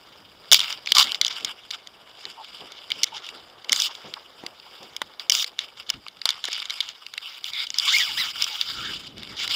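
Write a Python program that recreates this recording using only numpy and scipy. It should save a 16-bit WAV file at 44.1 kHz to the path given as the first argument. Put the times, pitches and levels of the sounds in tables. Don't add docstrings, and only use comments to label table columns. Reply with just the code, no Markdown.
import sys
import numpy as np
from scipy import signal
from scipy.io import wavfile

SR = 44100
rng = np.random.default_rng(int(sys.argv[2]) if len(sys.argv) > 2 else 0)


def persist_wave(psi):
    counts = np.round(np.clip(psi, -1, 1) * 32767).astype(np.int16)
    wavfile.write(sys.argv[1], SR, np.atleast_2d(counts).T)


N = 421155


def from_db(db):
    return 10 ** (np.asarray(db) / 20)


def unit_rms(x):
    return x / np.sqrt(np.mean(x ** 2) + 1e-20)


def curves(rows):
    times, *columns = np.transpose(rows)
    return [np.interp(np.arange(N) / SR, times, column) for column in columns]


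def drift(corner_hz):
    pole = np.exp(-2 * np.pi * corner_hz / SR)
    return unit_rms(signal.lfilter([1], [1, -2 * pole, pole * pole], rng.standard_normal(N + SR))[SR:])


def band(x, low_hz, high_hz):
    return signal.sosfilt(signal.butter(2, [low_hz, high_hz], "band", fs=SR, output="sos"), x)


def unit_energy(sounds):
    return sounds / np.linalg.norm(sounds, axis=1, keepdims=True)


def superpose(starts, levels_db, sounds):
    sounds = from_db(levels_db) * unit_energy(sounds) * np.sqrt(.004 * SR)
    out = np.zeros(N + SR)
    for start, sound in zip(starts, sounds):
        i = int(start * SR)
        out[i:i + len(sound)] += sound
    return out[:N]


def crinkle(per_s, spread_db, hiss):
    sizes = from_db(spread_db * np.minimum(rng.exponential(1, N), 5)) * rng.choice([-1, 1], N)
    buckles = rng.random(N) < per_s * from_db(5 * drift(25)) / SR
    mix = (unit_rms(sizes * buckles) + hiss * rng.standard_normal(N)) / np.sqrt(1 + hiss ** 2)
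    return mix * from_db(1.83 * drift(30.27))


# (frequency [Hz], bandwidth [Hz], gain [dB])
LOW_MODES = [(736, 390, -15.5), (1346, 370, -3.5)]
MID_MODES = [(2225, 180, -0.6), (2938, 324, 5.5), (3584, 410, 4), (4847, 302, 4), (5470, 605, -6),
             (7080, 870, -14)]
HIGH_MODES = [(10200, 1700, -15), (12740, 18000, 1), (15600, 560, 13)]
def resonate(x, modes):
    out = 0
    for k, (hz, width_hz, db) in enumerate(modes):
        radius = np.exp(-np.pi * width_hz / SR)
        b = (1 - radius * radius) / 2 * np.array([1, 0, -1])
        a = [1, -2 * radius * np.cos(2 * np.pi * hz / SR), radius * radius]
        out = out + (-1) ** k * from_db(db) * signal.lfilter(b, a, x)
    return out


def ring_each(bursts, pitches_hz, relative_width):
    return np.array([resonate(burst, [(hz, relative_width * hz, 0)])
                     for burst, hz in zip(bursts, pitches_hz)])


def coupling(mode_hz, pitch_hz, slope_db, neutral_hz):
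    tilt_db = slope_db * np.log2(mode_hz / 3600) * np.log2(pitch_hz / neutral_hz)
    return from_db(np.clip(tilt_db, -5, 15))


def air():
    return from_db(-70.5) * unit_rms(band(rng.standard_normal(N), 4100, 21000))


# (time [s], scuff level [dB], wind level [dB], cloth treble [dB], sliding hiss to crinkle [ratio])
MOTION = [(0, -56.5, -63, -17, 1.3), (1.3, -52, -61, -29, 0.52), (1.6, -56.5, -67.5, -31, 1.6),
          (3.3, -53, -65, -32, 1), (4.5, -56, -68.5, -20, 1.9), (5.4, -54.5, -65, -21, .9),
          (6.3, -60, -67.5, -37, 0.53), (7.4, -61, -75.5, -16, 1.07), (8.0, -62, -61, -33, 3.2),
          (8.1, -58, -53, -24, 3), (8.62, -59, -62.5, -19, 1.6), (8.76, -62, -49.5, -25, 2.5),
          (9.2, -57, -49, -33, 0.68), (9.55, -51, -55, -23, 1.5)]
def scuff_and_wind():
    scuff_db, wind_db, *_ = curves(MOTION)
    scuff = unit_rms(band(crinkle(600, spread_db=4, hiss=1.6), 339, 1360))
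    rumble = unit_rms(band(rng.standard_normal(N), 45, 330) * from_db(3 * drift(8)))
    return from_db(scuff_db) * scuff + from_db(wind_db) * rumble


# (time [s], relative level [dB], pitch [Hz])
FOOTFALLS = [(1.034, -41, 377), (1.409, -43, 266), (2.242, -49, 271), (2.595, -42.5, 332), (2.95, -48, 213),
             (3.334, -47, 342), (3.691, -41, 375), (4.037, -40.5, 246), (4.425, -42, 413),
             (4.798, -44, 296), (5.3, -52, 328), (5.932, -44.5, 85), (8.087, -56, 199)]
def footfalls():
    t, out = np.arange(SR // 4) / SR, np.zeros(N + SR)
    envelope = t / 0.016 * np.exp(1 - t / 0.022)
    for start, db, hz in FOOTFALLS:
        i = int(start * SR)
        puff = unit_rms(band(rng.standard_normal(len(t)), 0.53 * hz, 2.9 * hz))
        out[i:i + len(t)] += from_db(db - 6) * envelope * puff
    return out[:N]


# (time [s], level over 4 ms [dB], pitch [Hz])
SNAP_BODIES = [(0.5223, -18.5, 819), (4.1381, -38.5, 1290), (4.437, -33, 360), (5.0167, -22, 1070),
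               (5.9021, -30.5, 1290), (6.2554, -25.5, 1030), (6.2905, -35, 915), (6.379, -42, 1100),
               (6.443, -33, 1070), (6.485, -30, 1010), (6.579, -34.5, 1300), (8.466, -33.5, 1100)]
def snap_bodies(decay_s=.0025):
    starts, level_db, pitch_hz = np.transpose(SNAP_BODIES)
    t = np.arange(SR // 30) / SR
    bursts = rng.standard_normal((len(starts), len(t))) * np.exp(-t / decay_s)
    return superpose(starts, level_db[:, None], ring_each(bursts, pitch_hz, relative_width=.8))


# (centre time [s], pitch [Hz],
# duration [s], level [dB], resonator bandwidth to pitch [ratio])
STRAP_CREAKS = [(0.989, 1120, 0.067, -23.5, 0.4), (2.4, 866, 0.052, -40.5, 0.25),
                (3.145, 890, 0.053, -40.5, 0.18), (3.905, 950, 0.034, -42.5, 0.65),
                (4.172, 1060, 0.021, -38.5, 0.59), (4.67, 900, 0.03, -49, .5),
                (7.588, 2220, 0.12, -36, 0.17), (7.593, 3600, 0.11, -29.5, 0.12),
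                (8.521, 870, 0.061, -47, .15), (8.81, 1350, 0.11, -40, .15),
                (8.877, 1650, 0.087, -38.5, 0.17)]
def creaks():
    t, out = np.arange(N) / SR, 0
    for centre, hz, duration, db, relative_width in STRAP_CREAKS:
        mode = [(hz, relative_width * hz, 0)]
        tone = unit_rms(resonate(resonate(rng.standard_normal(N), mode), mode))
        envelope = np.exp(-(2 * (t - centre) / duration) ** 4)
        out = out + from_db(db) * envelope * tone
    return out


# (time [s],
# thread crossing rate [Hz], relative level [dB])
LINE_PULLS = [(7.81, 990, -55), (7.85, 1130, -29), (7.885, 1210, -16.5), (7.92, 1480, -19),
              (7.95, 2280, -13.5), (7.98, 2320, -25), (8.01, 1900, -19.5), (8.05, 1500, -22.5),
              (8.1, 820, -27.5), (8.14, 880, -37), (8.19, 1960, -17.5), (8.212, 2040, -20),
              (8.24, 1550, -28), (8.28, 890, -58)]
def line_zip(unevenness=.048, hiss_db_per_octave=15):
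    rate_hz, level_db = curves(LINE_PULLS)
    pulled = level_db > LINE_PULLS[0][2]
    speed = rate_hz / rate_hz.max()
    phase = 2 * np.pi * np.cumsum(rate_hz * (1 + unevenness * drift(150))) / SR
    harmonics = sum(share * from_db(3.5 * drift(80)) * np.sin(k * phase)
                    for k, share in [(1, speed ** 1.2), (2, 0.36), (3, 0.15)])
    tone = pulled * from_db(level_db) * harmonics
    hiss = pulled * unit_rms(resonate(rng.standard_normal(N), HIGH_MODES))
    hiss_db = -37 + hiss_db_per_octave * np.log2(speed)
    return resonate(tone, LOW_MODES + MID_MODES) + from_db(-8) * tone + from_db(hiss_db) * hiss


# (time [s], level [dB])
BRUSHING = [(0, -52), (.5, -50), (1.0, -44), (1.65, -49), (2.09, -54), (2.37, -48), (2.47, -44.5),
            (2.88, -46.5), (3.3, -44.5), (3.57, -53.5), (3.95, -44), (4.34, -52.5), (4.9, -47.5),
            (5.2, -54), (6.15, -51.5), (6.6, -38), (7.0, -50), (7.7, -46), (9.1, -51.5), (9.55, -36.5)]
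# (time [s], duration [s], starting level [dB], swell [dB], pitch [Hz])
HANDFULS = [(0.523, 0.051, -15, -6, 4230), (0.588, 0.16, -26.5, -6, 3100), (0.872, 0.07, -37.5, 2.5, 3600),
            (0.95, 0.075, -16, 4, 4150), (1.03, 0.093, -29, -6, 3000), (1.149, 0.014, -25, -8.5, 3370),
            (1.222, 0.055, -25.5, -6, 3050), (1.30, .13, -33, -9, 3200), (1.447, 0.068, -35, 3.5, 2800),
            (1.712, 0.035, -38, 6, 3170), (2.172, .14, -48.5, 8.5, 3270), (2.905, .17, -42, 4.5, 3240),
            (3.14, 0.029, -40.5, 9.5, 3300), (3.222, 0.091, -39, -9, 3060), (3.684, 0.033, -41.5, 8, 2900),
            (3.72, 0.15, -26, -0.5, 4440), (5.202, 0.03, -30, -21, 2940), (5.318, 0.11, -22.5, -1.5, 4560),
            (5.464, 0.015, -32.5, -0.5, 3440), (5.586, 0.064, -37, 3.5, 3140),
            (5.77, 0.038, -46.5, 11, 3130), (5.888, 0.054, -41, 1, 2900), (6.261, 0.12, -26, -15.5, 2880),
            (6.447, 0.15, -40, 8, 3270), (6.7, 0.14, -42.5, 7, 3000), (6.797, 0.12, -36, -4, 3030),
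            (7.216, 0.167, -39, -3.5, 3000), (7.454, 0.048, -32.5, -5, 3680), (7.53, 0.11, -39, 10.5, 3400),
            (7.748, 0.11, -36.5, 10.5, 3380), (7.853, 0.17, -23, 3.5, 3900),
            (8.032, 0.18, -25.5, -8.5, 3730), (8.174, 0.14, -26.5, -4, 3390),
            (8.334, 0.11, -38, 16.5, 3330), (8.464, 0.51, -31, -3.5, 3370), (8.927, .15, -37.5, -4.5, 3300),
            (9.17, 0.24, -48, 6, 2770), (9.368, 0.084, -34, 10, 3550), (9.493, 0.07, -29, 9.5, 3350)]
def rub_level_and_pitch(brush_hz=3070, grip_s=.012, release_s=.06):
    t = np.arange(N) / SR
    brush_db, = curves(BRUSHING)
    power = from_db(2 * brush_db)
    weighted_hz = brush_hz * power
    for start, duration, db, swell_db, hz in HANDFULS:
        span = slice(int((start - .05) * SR), int((start + duration + .15) * SR))
        corners_s = [-grip_s, 0, duration, duration + release_s]
        envelope_db = np.interp(t[span] - start, corners_s, [-60, 0, swell_db, swell_db - 60])
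        handful_power = from_db(2 * (db + envelope_db))
        power[span] += handful_power
        weighted_hz[span] += hz * handful_power
    return 10 * np.log10(power), weighted_hz / power


def cloth_rub(grain_db=1.5):
    level_db, pitch_hz = rub_level_and_pitch()
    *_, treble_db, sliding = curves(MOTION)
    cloth = crinkle(900, spread_db=3.5, hiss=np.abs(sliding))
    housing, power = 0, 0
    for k, mode in enumerate(LOW_MODES + MID_MODES):
        share = coupling(mode[0], pitch_hz, slope_db=14.8, neutral_hz=3250)
        drive = cloth * from_db(grain_db * rng.standard_normal(N))
        ringing = resonate(drive, [mode])
        housing = housing + (-1) ** k * share * from_db(2.24 * drift(17.5)) * ringing
        power = power + share ** 2 * np.mean(ringing ** 2)
    treble_db = treble_db + 15 * np.log2(pitch_hz / 3500)
    treble = from_db(treble_db) * unit_rms(resonate(cloth, HIGH_MODES))
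    return from_db(level_db) * (housing / np.sqrt(power) + treble)


# (time [s], level over 4 ms [dB], pitch [Hz])
CREASES = [(0.516, -6.5, 3720), (0.5225, -4, 5100), (0.53, -1.5, 5250), (0.5439, -3.9, 4600),
           (0.5535, -16, 3570), (0.5928, -17, 3250), (0.6033, -15.5, 3630), (0.7261, -25, 3020),
           (0.86, -31, 5000), (0.8727, -21.5, 2420), (0.9199, -7.5, 3360), (0.9523, -18, 4700),
           (0.961, -19, 5070), (0.968, -11, 3300), (0.983, -7, 4420), (0.993, -10, 4470),
           (0.9976, -10, 4270), (1.0118, -16, 3510), (1.0214, -17, 3790), (1.0264, -13, 3370),
           (1.071, -27.5, 3000), (1.1192, -20, 3760), (1.1454, -20, 3660), (1.2133, -10.5, 3400),
           (1.2485, -15.5, 3020), (1.2652, -18.5, 3560), (1.2801, -22.3, 3130), (1.4473, -18, 5240),
           (1.706, -30, 3100), (1.7099, -24.5, 4630), (1.8722, -34.5, 3200), (2.2533, -27.5, 3040),
           (2.72, -36.5, 4740), (2.9036, -27, 3680), (2.9084, -28, 2150), (2.918, -16.5, 3130),
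           (3.033, -11.5, 4360), (3.041, -15.5, 5230), (3.1665, -33, 3200), (3.2645, -35, 3230),
           (3.289, -30.5, 2710), (3.6448, -36, 3090), (3.6946, -19, 3100), (3.721, -13, 5300),
           (3.724, -24, 5150), (3.729, -11, 4150), (3.7618, -19.5, 4400), (3.8001, -16, 5500),
           (3.82, -16, 4800), (3.8634, -28, 4670), (3.952, -33.5, 4800), (4.1388, -26, 3570),
           (4.4641, -26.5, 2810), (4.599, -39.5, 2860), (4.83, -42, 4700), (4.9645, -25.5, 5000),
           (5.0174, -24.5, 3250), (5.1959, -27, 3600), (5.2971, -9.5, 5250), (5.302, -17, 5100),
           (5.3198, -13.5, 5370), (5.3508, -17, 5080), (5.4238, -22, 3600), (5.4435, -21.5, 2950),
           (5.5902, -17.5, 3540), (5.8931, -26, 3160), (5.901, -15, 4970), (6.0654, -33.5, 1180),
           (6.083, -32, 2920), (6.216, -27, 2830), (6.2552, -13, 4380), (6.2907, -14, 3900),
           (6.3047, -18.5, 3700), (6.4406, -22, 3770), (6.4532, -23.5, 4070), (6.5304, -23, 5230),
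           (6.601, -27, 3550), (6.655, -29, 3200), (6.698, -25, 3280), (6.7054, -22, 3200),
           (6.8045, -16.5, 3780), (6.8087, -20, 3700), (6.889, -29, 4700), (7.065, -30.5, 2670),
           (7.1385, -31, 2870), (7.178, -23, 2660), (7.4426, -24, 3460), (7.534, -27, 3600),
           (7.668, -27, 3210), (7.7032, -24, 5260), (7.742, -25.5, 4400), (7.785, -13.5, 5230),
           (7.7978, -16.5, 3400), (7.984, -19, 5600), (8.422, -14.5, 5270), (8.4416, -18.5, 5300),
           (8.6118, -15, 3860), (9.181, -36.5, 3220), (9.2324, -32.5, 2850), (9.4775, -23, 2970)]
def crease_snaps(median_decay_s=.0017, treble_decay_s=.00064):
    starts, level_db, pitch_hz = np.transpose(CREASES)[:, :, None]
    t = np.arange(SR // 30) / SR
    draws = rng.standard_normal((len(starts), 10 + len(t)))
    decay_scatter, treble_scatter, mode_scatter, noise = np.split(draws, [1, 2, 10], axis=1)
    decay_s = median_decay_s * from_db(2.5 * decay_scatter)
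    bursts = noise * np.exp(-(t / decay_s) ** 1.05)
    crease = from_db(-1) * unit_energy(ring_each(bursts, pitch_hz[:, 0], relative_width=.13))
    housing = 0
    for k, mode in enumerate(MID_MODES):
        share = coupling(mode[0], pitch_hz, slope_db=6.5, neutral_hz=3290)
        ringing = from_db(3.13 * mode_scatter[:, [k]]) * resonate(bursts, [mode])
        housing = housing + (-1) ** k * share * ringing
    treble = unit_energy(resonate(bursts * np.exp(-t / treble_decay_s), HIGH_MODES))
    treble_db = -11.5 + 0.7 * level_db + 6 * np.log2(pitch_hz / 3500) + 2.5 * treble_scatter
    snaps = unit_energy(housing) + crease + from_db(treble_db) * treble
    return superpose(starts[:, 0], level_db, snaps)


def scene():
    near = np.clip(cloth_rub() + crease_snaps() + line_zip() + creaks(), -.85, .85)
    near = signal.sosfilt(signal.butter(2, 450, "high", fs=SR, output="sos"), near)
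    return (near + snap_bodies() + scuff_and_wind() + footfalls() + air())[None]


def record(dry):
    stopband_hz = 16218
    return signal.sosfilt(signal.cheby2(14, 60, stopband_hz, fs=SR, output="sos"), dry)


dry = scene()
out = record(dry)
persist_wave(out)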